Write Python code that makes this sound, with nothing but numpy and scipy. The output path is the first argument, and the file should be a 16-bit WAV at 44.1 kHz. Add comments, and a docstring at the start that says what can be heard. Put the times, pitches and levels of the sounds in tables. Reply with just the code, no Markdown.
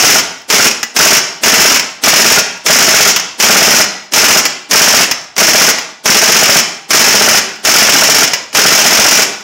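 """Impact wrench on a pulley puller

An air impact wrench hammers in fourteen short bursts on a steel puller bolted to an engine pulley.
Three blows make one beat: each clangs the socket and puller, and one also knocks the heavy pulley.
The beat slows as the puller tightens; between bursts the loose socket clacks and rattles.
Exhaust air hisses, the garage rings on after every burst, and the close microphone overloads."""
import sys
import numpy as np
from scipy import signal
from scipy.fft import rfft, irfft, next_fast_len
from scipy.io import wavfile

SR = 44100
rng = np.random.default_rng(int(sys.argv[2]) if len(sys.argv) > 2 else 0)


def wav_out(sig):
    """Save sig, one row per channel (or a flat mono array), as 16-bit PCM at SR to the path in sys.argv[1]."""
    wavfile.write(sys.argv[1], SR, np.round(np.clip(np.atleast_2d(sig).T, -1, 1) * 32767).astype(np.int16))


N = 415863


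def amp(db):
    """Decibels to gain."""
    return 10 ** (np.asarray(db) / 20)


def unit_rms(x):
    """The signal scaled to rms 1."""
    return x / np.sqrt(np.mean(x ** 2) + 1e-20)


def curve_at(points, hz):
    """A curve of (Hz, value) points, read on a log frequency axis."""
    freqs, values = np.transpose(points)
    return np.interp(np.log(hz + 1), np.log(freqs), values)


def filtered(x, response):
    """The signal shaped by a complex frequency response."""
    size = next_fast_len(N + SR // 2)
    return irfft(rfft(x, size) * response(np.fft.rfftfreq(size, 1 / SR)), size)[:N]


def noise(spectrum):
    """Noise of rms 1, coloured by (Hz, dB) points."""
    return unit_rms(filtered(rng.standard_normal(N), lambda hz: amp(curve_at(spectrum, hz))))


def pulses(times, sizes):
    """One impulse for each hit."""
    return np.bincount(np.clip(np.round(times * SR).astype(int), 0, N), sizes, N + 1)[:N]


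def fading(hits, t60):
    """Amplitude envelope of overlapping hits whose energy dies away."""
    return np.sqrt(signal.lfilter([1], [1, -amp(-120 / (t60 * SR))], hits ** 2))


def ringing(hits, modes):
    """Each hit sets off a set of decaying sine modes."""
    t = np.arange(SR) / SR
    ring = sum(amp(db - 60 * t / t60) * np.sin(2 * np.pi * hz * t) for hz, db, t60 in modes)
    return signal.fftconvolve(hits, ring / np.abs(ring).max())[:N]


# The colour of the room tone. Each row: frequency in Hz, relative level in dB.
ROOM_TONE_SPECTRUM = [(25, -16), (150, -36), (800, 48), (2500, -10), (6000, -13), (16000, -50)]
def room_tone(level_db=-50):
    """A faint, steady bed of midrange noise in the garage."""
    return amp(level_db) * noise(ROOM_TONE_SPECTRUM)


# How long the garage rings. Each row: frequency in Hz, time to fall 60 dB in seconds.
GARAGE_DECAY = [(100, 0.64), (400, 0.56), (1000, 0.61), (2500, 0.54), (3900, 0.59), (5600, 0.47),
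                (9000, 0.47), (15000, 0.39)]
def garage_reverb(x, level_db=-12, tails=4, changes_per_s=11):
    """The garage rings on; its tail changes as the hand-held tool and microphone shift."""
    wet = np.zeros(N)
    position = np.arange(N) * changes_per_s / SR
    for i in range(tails):
        hz, t, spectrum = signal.stft(rng.standard_normal(SR), SR, nperseg=256)
        decay = amp(-60 * t / curve_at(GARAGE_DECAY, hz)[:, None])
        tail = signal.istft(spectrum * decay, SR, nperseg=256)[1]
        crossfade = np.sin(np.pi / 2 * np.minimum((position - i) % tails, 2))
        wet += signal.fftconvolve(x * crossfade, tail / np.linalg.norm(tail))[:N]
    return amp(level_db) * wet


# The colour of the exhaust air. Each row: frequency in Hz, relative level in dB.
EXHAUST_SPECTRUM = [(60, -54), (250, 5.5), (1500, -6.5), (4000, -6), (6000, -4), (9000, -7), (16000, -20.5)]
def exhaust(level_db=-17, spin_up_s=0.029, run_down_t60=0.3):
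    """Air leaves the motor from just before the first blow and dies after the trigger is let go."""
    t = np.arange(N) / SR
    flow = np.zeros(N)
    for start, end in TRIGGER_PULLS:
        opening = np.clip((t - start) / spin_up_s + 1, 0, 1) ** 2
        run_down = amp(-60 * np.clip(t - end, 0, 1) / run_down_t60)
        flow += opening * run_down
    return amp(level_db) * flow * noise(EXHAUST_SPECTRUM)


# The loose socket's distinct clacks. Each row: start in seconds, strength in dB.
SOCKET_CLACKS = [(.712, -4.5), (.83, -2.5), (1.795, 3), (3.161, 9.5), (3.198, -6), (3.803, 4),
                 (3.842, -3.5), (4.122, -16), (4.453, 9.5), (5.112, 4.5), (5.365, -10), (5.753, -19),
                 (5.785, -7.5), (8.277, -3), (8.334, 4.5), (8.529, -19)]
def socket_rattle(rattle_db=-17, rattle_t60=0.63, scatter_db=3, count=6, slack_s=0.1, grip_db=-10):
    """The socket clacks just before some bursts start and rattles as the motor coasts: the hits, and the same
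    hits damped by grip."""
    ends = np.transpose(TRIGGER_PULLS)[1]
    delays = rng.uniform(0.043, 0.25, (len(ends), count))
    rattle_levels = rattle_db - 60 * delays / rattle_t60 + scatter_db * rng.standard_normal(delays.shape)
    clack_times, clack_levels = np.transpose(SOCKET_CLACKS)
    times = np.append(clack_times, ends[:, None] + delays)
    levels = np.append(clack_levels, rattle_levels)
    since_burst = times - ends[np.searchsorted(ends, times) - 1]
    tightness = np.clip(1 - since_burst / slack_s, 0, 1)
    return pulses(times, amp(levels)), pulses(times, amp(levels + grip_db * tightness))


# The socket's clink. Each row: pitch in Hz, relative level in dB, time to fall 60 dB in seconds.
SOCKET_MODES = [(1015, -8, 0.063), (1687, -7, 0.11), (1986, 1, 0.098), (2280, -7, .06), (2880, -1.5, 0.095)]
def socket_ring(damped_clacks, level_db=-4):
    """The socket rings on the bolt at each clack; the slacker it sits, the more it rings."""
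    return amp(level_db) * ringing(damped_clacks, SOCKET_MODES)


# The body of pulley and engine block. Each row: resonance in Hz, width in Hz, relative level in dB.
PULLEY_MODES = [(230, 75, -2.5), (413, 100, 1), (633, 95, 2.5), (778, 69, -4.5), (1408, 250, 1.5)]
def pulley_knock(knocks, blows, level_db=-9.5, blow_share=0.61, chatter_share=0.13, chatter_t60=0.019):
    """Knocks and lighter blows thump the heavy pulley; the contact chatters briefly after each push."""
    push = knocks + blow_share * blows
    chatter = chatter_share * fading(push, chatter_t60) * rng.standard_normal(N)
    body = lambda f: sum(amp(db) * 1j * f * width / (hz * hz - f * f + 1j * f * width)
                         for hz, width, db in PULLEY_MODES)
    return amp(level_db) * unit_rms(filtered(push + chatter, body))


def overload_crackle(blows, clacks, gain_db=-6, t60=0.074, clack_db=-10):
    """A dry, bright crackle on each blow and clack, like a microphone overloading."""
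    envelope = fading(blows + amp(clack_db) * clacks, t60)
    return amp(gain_db) * envelope * noise([(5000, -43), (9000, -47), (12000, 5), (16000, 7)])


# The colour of the clang of socket and puller. Each row: frequency in Hz, relative level in dB.
CLANG_SPECTRUM = [(40, -41), (180, -7.5), (500, -9.5), (1050, -6), (1500, -5), (2200, -1.5), (2900, -3),
                  (3800, -11), (4600, -7), (5250, 2.5), (6000, -0.5), (6900, -3.5), (8200, -17.5),
                  (9200, -30), (9900, -24), (11000, -30), (16000, -33)]
# The steel's lasting ring. Each row: pitch in Hz, relative level in dB, time to fall 60 dB in seconds.
STEEL_MODES = [(800, -8, 1.0), (1640, 7, 0.29), (2330, -2, 0.6), (2752, -12, 0.86)]
def puller_clang(blows, clacks, clang_db=9, clang_t60=0.063, clack_t60=0.046, ring_db=-31):
    """Blows and clacks wake a dense, quickly damped clang; the blows also leave a faint ring."""
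    envelope = np.hypot(amp(clang_db) * fading(blows, clang_t60), fading(clacks, clack_t60))
    ring = amp(ring_db) * unit_rms(ringing(blows, STEEL_MODES))
    return envelope * noise(CLANG_SPECTRUM) + ring


# The bursts of hammering. Each row: first blow in seconds, stop in seconds.
TRIGGER_PULLS = [(0.0, 0.19), (.501, .68), (.964, 1.186), (1.435, 1.76), (2.037, 2.383), (2.662, 3.11),
                 (3.4, 3.807), (4.136, 4.405), (4.711, 5.048), (5.38, 5.698), (6.057, 6.588),
                 (6.906, 7.385), (7.65, 8.25), (8.549, 9.24)]
# The tempo, slowing as the puller tightens. Each row: time in seconds, beats per second.
HAMMER_TEMPO = [(0, 16.6), (3.4, 16.5), (5.4, 15.15), (7, 14.9)]
def hammer(accents_db=(0, -2, -4), first_db=-6, scatter_db=2.5, jitter_s=0.0022,
           first_beat_s=0.039, offset_s=0.004, bounce_share=0.56, recoil_share=0.93):
    """The hammer strikes three blows a beat and knocks the pulley once: impulses for both."""
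    blows, knocks = np.zeros(N), np.zeros(N)
    steps = np.arange(-6, 40)  # enough blows to span the longest burst
    count, place_in_beat = len(steps), steps % 3
    for start, end in TRIGGER_PULLS:
        beats_per_s = np.interp(start, *np.transpose(HAMMER_TEMPO))
        grid = start + first_beat_s + steps / (3 * beats_per_s)
        in_burst = (grid > start) & (grid + offset_s < end)
        times = grid + offset_s + jitter_s * rng.standard_normal(count)
        levels = np.array(accents_db)[place_in_beat] + scatter_db * rng.standard_normal(count)
        times = np.append(start, times[in_burst])
        sizes = amp(np.append(first_db, levels[in_burst]))
        # the socket has play, so every blow bounces once
        bounce_s = rng.uniform(0.003, 0.011, count)[:len(times)]
        blows += pulses(times, sizes) + bounce_share * pulses(times + bounce_s, sizes)
        # the pulley takes an even push just ahead of the clang, then recoils
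        on_beat = in_burst & (place_in_beat == 0)
        push_times = grid[on_beat] - offset_s
        even = np.ones(len(push_times))
        recoil_s = rng.uniform(0.00422, 0.0052, count)[on_beat]
        knocks += pulses(push_times, even) + recoil_share * pulses(push_times + recoil_s, even)
    return blows, knocks


def scene():
    """Wrench, puller and pulley in the garage; the crackle stays out of the reverb."""
    blows, knocks = hammer()
    clacks, damped_clacks = socket_rattle()
    metal = puller_clang(blows, clacks) + pulley_knock(knocks, blows) + socket_ring(damped_clacks)
    direct = metal + exhaust()
    return (direct + overload_crackle(blows, clacks) + garage_reverb(direct) + room_tone())[None]


def record(dry, duck_rms=1.25, duck_s=0.05, ceiling=0.62, low_cut_hz=75, lag_hz=6000, top_hz=15850):
    """Gain control ducks each burst a little; the input still clips, and filters reshape the peaks."""
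    pole = np.exp(-1 / (duck_s * SR))
    power = signal.lfilter([1 - pole], [1, -pole], dry[0] ** 2)
    ducked = dry[0] / np.sqrt(1 + power / duck_rms ** 2)
    overloaded = ducked / (1 + np.abs(ducked / ceiling) ** 10) ** (1 / 10)
    low_cut = lambda hz: (1j * hz / (low_cut_hz + 1j * hz)) ** 2
    phase_lag = lambda hz: (lag_hz - 1j * hz) / (lag_hz + 1j * hz)
    high_cut = lambda hz: np.clip((top_hz - hz) / 300 + 0.5, 0, 1)
    reshaped = filtered(overloaded, lambda hz: low_cut(hz) * phase_lag(hz))
    return filtered(np.clip(reshaped, -1, 1), high_cut)[None]


dry = scene()
out = record(dry)
wav_out(out)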